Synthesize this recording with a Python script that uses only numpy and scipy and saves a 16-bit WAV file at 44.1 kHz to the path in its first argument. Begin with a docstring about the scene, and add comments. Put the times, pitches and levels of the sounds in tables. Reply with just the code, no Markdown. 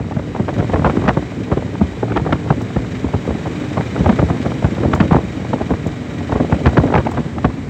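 """The open cabin of an auto-rickshaw cruising along a country road, heard from the passenger bench.
The single-cylinder engine drones in harmonics of its firing rate and clatters through casing and panel resonances.
Tyre and air noise is a shaped hiss; small fittings tick in short bursts of thin noise.
The slipstream carries eddies past the microphone: they rumble, and hit it in short, ragged buffets
that run into the limiter."""
import sys
import numpy as np
from scipy import signal
from scipy.fft import rfft, irfft
from scipy.io import wavfile
from scipy.ndimage import uniform_filter1d, minimum_filter1d, map_coordinates

SR = 44100
rng = np.random.default_rng(int(sys.argv[2]) if len(sys.argv) > 2 else 0)


def output_pcm(signal):
    """Save a mono or channel-first signal as 16-bit PCM at the path in sys.argv[1].

    Samples are clipped to [-1, 1] before scaling.
    """
    pcm = np.clip(np.atleast_2d(signal).T, -1, 1) * 32767
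    wavfile.write(sys.argv[1], SR, np.round(pcm).astype(np.int16))


N = 339129   # length of the scene in samples
EDDY_SIZE = 32   # scale of the eddy patterns in samples

# Gusts that hit the microphone. Each row: nominal time in seconds, relative level in dB,
# corner frequency in Hz, length in seconds, relative level of the dull wake in dB.
BUFFETS = [(0.001, -19, 790.0, 0.0092, -10.5), (0.166, -17, 1067, 0.0019, -8),
           (0.396, -13, 710.0, 0.0046, -5), (0.482, -9.5, 1210, 0.008, -17),
           (0.589, -13.5, 1302, 0.016, -5), (0.735, -4.5, 1020, 0.006, -4.5), (0.792, -15, 492, 0.0027, -7),
           (0.846, -1.0, 1121, 0.017, -2.5), (0.896, -11, 1320, 0.0016, -10),
           (0.97, -5.5, 370.0, 0.0021, -10), (1.041, -12, 1190, 0.02, -10), (1.079, -2.5, 1444, 0.013, -3),
           (1.17, -5.5, 803, 0.0024, -3), (1.516, -6.5, 1014, 0.0095, -1), (1.571, -7.5, 604, 0.0053, -9),
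           (1.811, -10, 807, 0.0038, 1), (2.029, -7.5, 749.4, 0.0022, -12),
           (2.161, -5.5, 1469, 0.014, -3.5), (2.263, -7.5, 837, 0.009, -9),
           (2.324, -5.5, 1490.0, 0.005, -4.5), (2.503, -4.5, 1108, 0.0035, -1.5),
           (2.763, -10, 1006, 0.0017, -2.0), (3.044, -14.5, 885, 0.002, -4.5),
           (3.138, -11.5, 965, 0.0089, -4), (3.277, -8.5, 715, 0.03, -5.5),
           (3.457, -11.5, 854.5, 0.012, -20), (3.771, -8.5, 1163, 0.0077, -14.0),
           (3.998, -12.5, 676, 0.013, -1), (4.059, -4.5, 1046, 0.0028, -3), (4.092, -3.5, 1114, 0.0058, 1),
           (4.189, -5.5, 1077, 0.006, -5), (4.225, -10, 589, 0.0027, 0), (4.299, -12, 1024, 0.0047, -4.5),
           (4.459, -11, 920, 0.006, -7.5), (4.643, -14.5, 1439, 0.002, 1.0), (4.852, -5, 528, 0.006, -3),
           (4.933, -4.5, 1388, 0.004, -8.5), (5.002, -4.5, 1585, 0.0083, 5), (5.11, -5, 1256, 0.019, 3.5),
           (5.144, -1, 973, 0.02, -1.0), (5.532, -6, 867, 0.0022, -11), (5.609, -12, 813, 0.0038, -10),
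           (5.705, -6.5, 684, 0.011, -1.5), (5.863, -15, 893, 0.002, -9), (6.321, -8.5, 1028, 0.0034, -7),
           (6.354, -6.5, 797, 0.0054, -5), (6.401, -3.5, 603, 0.0059, -7.5),
           (6.523, -7.5, 1097, 0.0035, -1), (6.658, -3.5, 1563, 0.014, 5.5), (6.771, -1.5, 1263, 0.01, 7.5),
           (6.836, -6, 551, 0.0041, -5), (6.94, 0, 1235, 0.02, -2), (6.976, -10, 1534, 0.0093, -3),
           (7.067, -9.0, 1240, 0.0028, -28), (7.172, -11, 1079, 0.0068, -10),
           (7.445, -5.0, 1255, 0.0065, -0.5)]


def from_db(db):
    """Amplitude factor for a level in dB."""
    return 10 ** (np.asarray(db) / 20)


def rms_one(x):
    """Scale a signal to an rms of 1."""
    return x / np.sqrt(np.mean(x ** 2) + 1e-20)


def in_time(rows):
    """One curve per column after the first (seconds), interpolated sample by sample."""
    s, *columns = np.transpose(rows)
    return [np.interp(np.arange(N) / SR, s, column) for column in columns]


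def butter(x, hz, kind, order):
    """Causal low- or high-pass."""
    return signal.sosfilt(signal.butter(order, hz, kind, fs=SR, output="sos"), x)


def drift(rate_hz):
    """Slow chance with a spread of 1: noise that falls off above the given rate."""
    hz = np.arange(N // 2 + 1) * SR / N
    return rms_one(irfft(rfft(rng.standard_normal(N)) / (1 + (hz / rate_hz) ** 2), N))


def coloured_noise(spectrum):
    """Noise with the given spectrum, interpolated over log frequency; rms 1."""
    hz = np.arange(1, N // 2 + 2) * SR / N   # starts above 0 for the logarithm
    points_hz, points_db = np.transpose(spectrum)
    gain = from_db(np.interp(np.log(hz), np.log(points_hz), points_db))
    return rms_one(irfft(rfft(rng.standard_normal(N)) * gain, N))


def resonate(x, hz, width_hz):
    """One resonance with gain 1 on top."""
    r = np.exp(-np.pi * width_hz / SR)
    numerator = [(1 - r * r) / 2, 0, (r * r - 1) / 2]
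    return signal.lfilter(numerator, [1, -2 * r * np.cos(2 * np.pi * hz / SR), r * r], x)


def through(force, modes):
    """A bank of resonances side by side, with alternating sign."""
    out = np.zeros(N)
    for k, (hz, width_hz, db) in enumerate(modes):
        out += (-1) ** k * from_db(db) * resonate(force, hz, width_hz)
    return out


def road_noise(hiss_db):
    """Tyre and air noise: a steady spectrum whose level follows the ride."""
    # Each row: frequency in Hz, relative level per Hz in dB.
    road_spectrum = [(60, 23.5), (200, 31.5), (600, 22), (1300, 14), (2200, 15), (2800, 5), (3700, 5.5),
                     (4600, 0.5), (6300, -3.5), (7700, 0), (10000, 8), (12500, 0), (15500, -7)]
    return from_db(hiss_db + 20.5) * coloured_noise(road_spectrum)


def ticks(level_db, t60, low_hz):
    """Small metal parts touch with a short, thin crack; each falls by 60 dB in t60 seconds."""
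    # Each row: start in seconds, relative level in dB.
    touches = [(2.617, -48), (4.948, -43), (5.8691, -45.5), (7.1133, -46)]
    out, age = np.zeros(N), np.arange(SR // 20) / SR
    for s, db in touches:
        start = int(s * SR)
        decay = from_db(db + level_db - 60 * age / t60)
        out[start:start + len(age)] += decay * rng.standard_normal(len(age))
    return butter(out, low_hz, "high", order=2)


def drone(cycle, level_db, waver_db, wobble):
    """Exhaust and cabin: harmonics of the firing rate; each wavers as the load and the cabin shake."""
    # Each row: multiple of the firing rate, relative rms level in dB.
    harmonics = [(2, -45), (3, -50.5), (4, -37), (5, -33.5), (6, -39), (7, -36), (8, -42), (9, -49),
                 (11, -32.5), (12, -47), (13, -35), (15, -46.5), (16, -49.5), (18, -44.5), (20, -42.5)]
    out = np.zeros(N)
    turned = cycle + wobble * drift(2.4)
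    for multiple, db in harmonics:
        level = from_db(db + waver_db * drift(4.9))
        out += level * np.sin(2 * np.pi * (multiple * turned + rng.random()))
    return from_db(level_db) * np.sqrt(2) * out


def knock(cycle, at, length):
    """A rounded burst once a cycle, centred on the share `at` of it."""
    distance = (cycle - at + .5) % 1 - .5
    return np.exp(-.5 * (distance / length) ** 2)


def clatter(cycle, valve_db, between_db, uneven_db, direct_db, panels_db):
    """Combustion knock and valve gear shake casing and panels, a little differently on every stroke."""
    # Ringing of the engine casing and panels. Each row: frequency in Hz, width in Hz, relative level in dB.
    casing_modes = [(460, 66, 7), (666, 100, -11), (1084, 140, -7), (1653, 380, -1), (2007, 320, -2),
                    (2393, 127, 0.5), (3013, 300, -7.5), (3847, 154, -4), (5770, 96, -18),
                    (8200, 610, -42.5)]
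    # Panels that sing inside the cabin. Each row: frequency in Hz, width in Hz, relative level in dB.
    panel_modes = [(561, 9.1, 5), (725, 20, 0), (1170, 21, -10.5), (1902, 17, -0.5), (1933, 5.3, -5),
                   (2290, 35, -18.5)]
    # How far the microphone faces into the cabin. Each row: time in seconds, share from 0 to 1.
    facing_curve = [(0, 0.95), (3.8, 0.28), (5.2, 0.73), (7.69, 1)]
    combustion = knock(cycle, at=0.37, length=0.074)
    valves = from_db(valve_db) * knock(cycle, at=0.66, length=0.18)
    strokes = (combustion + valves) * from_db(uneven_db * drift(25))
    force = (strokes + from_db(between_db)) * rng.standard_normal(N)
    casing = rms_one(through(force, casing_modes) + from_db(direct_db) * force)
    panels = rms_one(through(force, panel_modes))
    return casing + from_db(panels_db) * in_time(facing_curve)[0] * panels


def engine(clatter_db):
    """One firing cycle drives both the tonal drone and the noisy clatter."""
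    # Engine speed. Each row: time in seconds, firings per second.
    firing_curve = [(0, 23.8), (.75, 21.5), (1.25, 23), (2.75, 23.1), (3.8, 23.1), (5.2, 24.6), (6, 22.6),
                    (7.69, 20.6)]
    cycle = np.cumsum(in_time(firing_curve)[0]) / SR
    tonal = drone(cycle, level_db=-2.04, waver_db=4.0, wobble=0.0018)
    rattling = clatter(cycle, valve_db=-1.0, between_db=0.0, uneven_db=-3.5, direct_db=-19.5, panels_db=-3.5)
    return tonal + from_db(clatter_db + 0.66) * rattling


def eddies(swirl, corner_hz, largest, finest):
    """Frozen eddy patterns, one a row, are carried past the port: the faster the flow, the higher the corner."""
    corner = SR / EDDY_SIZE   # corner of the pattern when carried at one sample per sample
    pattern = butter(swirl, corner, "low", order=3)
    pattern = butter(pattern, largest * corner, "high", order=1)
    pattern = butter(pattern, finest * corner, "low", order=3)   # viscosity wipes out the finest swirls
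    rows, length = pattern.shape
    travelled = np.cumsum(corner_hz, axis=1) / corner % length
    travelled = travelled + length * np.arange(rows)[:, None]   # rows lie end to end
    return map_coordinates(pattern.ravel(), [travelled], order=1)


def rumble(level_db, corner_hz, lumpy_db, brightening):
    """The restless slipstream: pressure goes with the square of its speed, and gusts are brighter."""
    flow = from_db(lumpy_db * np.tanh(drift(40.12) / 2))
    gust = from_db(brightening * (level_db - level_db.mean()))
    swirl = rng.standard_normal((1, N))
    pressure = flow ** 2 * eddies(swirl, [corner_hz * flow * gust], largest=0.21, finest=4.15)[0]
    return from_db(level_db) * rms_one(pressure)


def stray_eddies(wind_db, above_db, spread_db, corner_hz, octaves, scatter_s, count=280):
    """Small eddies flock around the big ones, stronger in the gusts: rows (s, level dB, corner Hz)."""
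    strength, fineness = rng.uniform(-0.88, 1, (2, count))
    s = np.resize(np.array(BUFFETS)[:, 0], count) + rng.laplace(0, scatter_s, count)
    s = np.clip(s, 0, (N - 1) / SR)
    db = wind_db[(s * SR).astype(int)] + above_db + spread_db * strength
    return np.column_stack([s, db, corner_hz * 2 ** (octaves * fineness)])


def break_up():
    """Each buffet arrives as a handful of eddies of different size: rows (s, level dB, corner Hz)."""
    s, db, corner_hz, length, wake_db = np.transpose(BUFFETS)
    octaves = np.log2(corner_hz / 1000)
    lead = [s, db - 1.5, corner_hz]
    # part of the way through, the flow tears with a fine crackle, stronger in bright buffets
    tear = [s + 0.6 * length, db - 14 + 10 * octaves, corner_hz * 2 ** 0.74]
    trail = [s + length, db - 1.4, corner_hz * 2 ** -0.25]
    wake = [s + 0.3965 * length, wake_db, np.full(len(s), 235.3)]   # large and dull
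    late_s = 0.016 * rng.uniform(.5, 1.5, len(s))
    straggler = [s + length + late_s, db - 9.5, corner_hz * 2 ** -0.55]
    return np.hstack([lead, tear, trail, wake, straggler]).T


def buffets(rows, level_db, rise_s, life_s, life_law, slowing, front_db):
    """Each eddy builds quickly to a pressure front, then its wake slows and dies; small, bright eddies die soonest."""
    s, db, corner_hz = np.transpose(rows)[:, :, None]
    lead = SR // 80   # samples ahead of the front
    age = np.arange(-lead, SR // 24) / SR
    life = life_s * (600 / corner_hz) ** life_law
    swell = np.exp(np.minimum(age / rise_s, -age / life))
    speed = corner_hz * swell ** slowing
    swirl = rng.standard_normal(swell.shape)
    # place one strong swirl where the flow has carried the pattern by age 0
    front = (speed[:, :lead].sum(axis=1) * EDDY_SIZE / SR).astype(int)
    swirl[np.arange(len(rows)), front] = rng.choice([-1, 1], len(rows)) * from_db(front_db)
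    pressure = swell * eddies(swirl, speed, largest=0.066, finest=7.0)
    # give each burst the energy of its swell
    energy_match = np.linalg.norm(swell, axis=1) / np.linalg.norm(pressure, axis=1)
    pressure *= from_db(db + level_db) * energy_match[:, None]
    starts = (np.maximum(s[:, 0] + rise_s / 2, 0) * SR).astype(int)
    out = np.zeros(N + SR)
    for start, burst in zip(starts, pressure):
        out[start:start + len(age)] += burst
    return out[lead:lead + N]


def slipstream():
    """Wind at the microphone: a rumble between the buffets, the broken-up buffets and stray eddies."""
    # Strength of the slipstream. Each row: time in seconds, relative level in dB.
    wind_curve = [(0.0, -25), (0.23, -26), (0.51, -20.5), (0.96, -19), (1.24, -24), (2.01, -25),
                  (2.21, -22), (3.19, -26), (4.09, -21), (4.48, -23), (4.95, -19), (5.31, -24), (6.15, -27),
                  (6.55, -20), (6.9, -18.5), (7.37, -23), (7.5, -27), (7.69, -28)]
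    wind_db = in_time(wind_curve)[0]
    wind = rumble(wind_db - 0.2, corner_hz=214.9, lumpy_db=4.5, brightening=.3)
    strays = stray_eddies(wind_db, above_db=1.0, spread_db=8.5, corner_hz=797.3, octaves=.8, scatter_s=.06)
    passing = np.vstack([break_up(), strays])
    return wind + buffets(passing, level_db=-3.5, rise_s=.003, life_s=0.00822, life_law=0.38,
                          slowing=.3, front_db=14)


def scene():
    """Road, fittings, engine and wind as they meet on the passenger bench."""
    # The ride. Each row: time in seconds, relative engine clatter in dB, relative tyre and air hiss in dB.
    ride_curve = [(0, -45.5, -55.5), (.9, -38.5, -50), (1.3, -40, -53), (2.1, -42, -52), (3.1, -39.5, -51),
                  (4, -36.5, -48.5), (4.9, -38, -50), (5.95, -40, -52), (6.8, -38.5, -50),
                  (7.69, -48, -53.5)]
    clatter_db, hiss_db = in_time(ride_curve)
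    road = road_noise(hiss_db)
    fittings = ticks(level_db=23.5, t60=0.037, low_hz=8200)
    return (road + fittings + engine(clatter_db) + slipstream())[None]


def record(dry):
    """The phone drops the deep bass, limits the strongest buffets and passes little above 8 kHz."""
    x = butter(dry, 61.4, "high", order=6)
    room = 1 / np.maximum(np.abs(x), 1)   # the gain that keeps a peak at full scale
    x = x * uniform_filter1d(minimum_filter1d(room, size=65), size=65)
    faint_top = from_db(-20.0) * butter(x, 12750, "high", order=4)
    x = butter(x, 7735, "low", order=12) + faint_top
    return signal.sosfilt(signal.ellip(10, .2, 90, 15900, fs=SR, output="sos"), x)   # steep upper limit


dry = scene()
out = record(dry)
output_pcm(out)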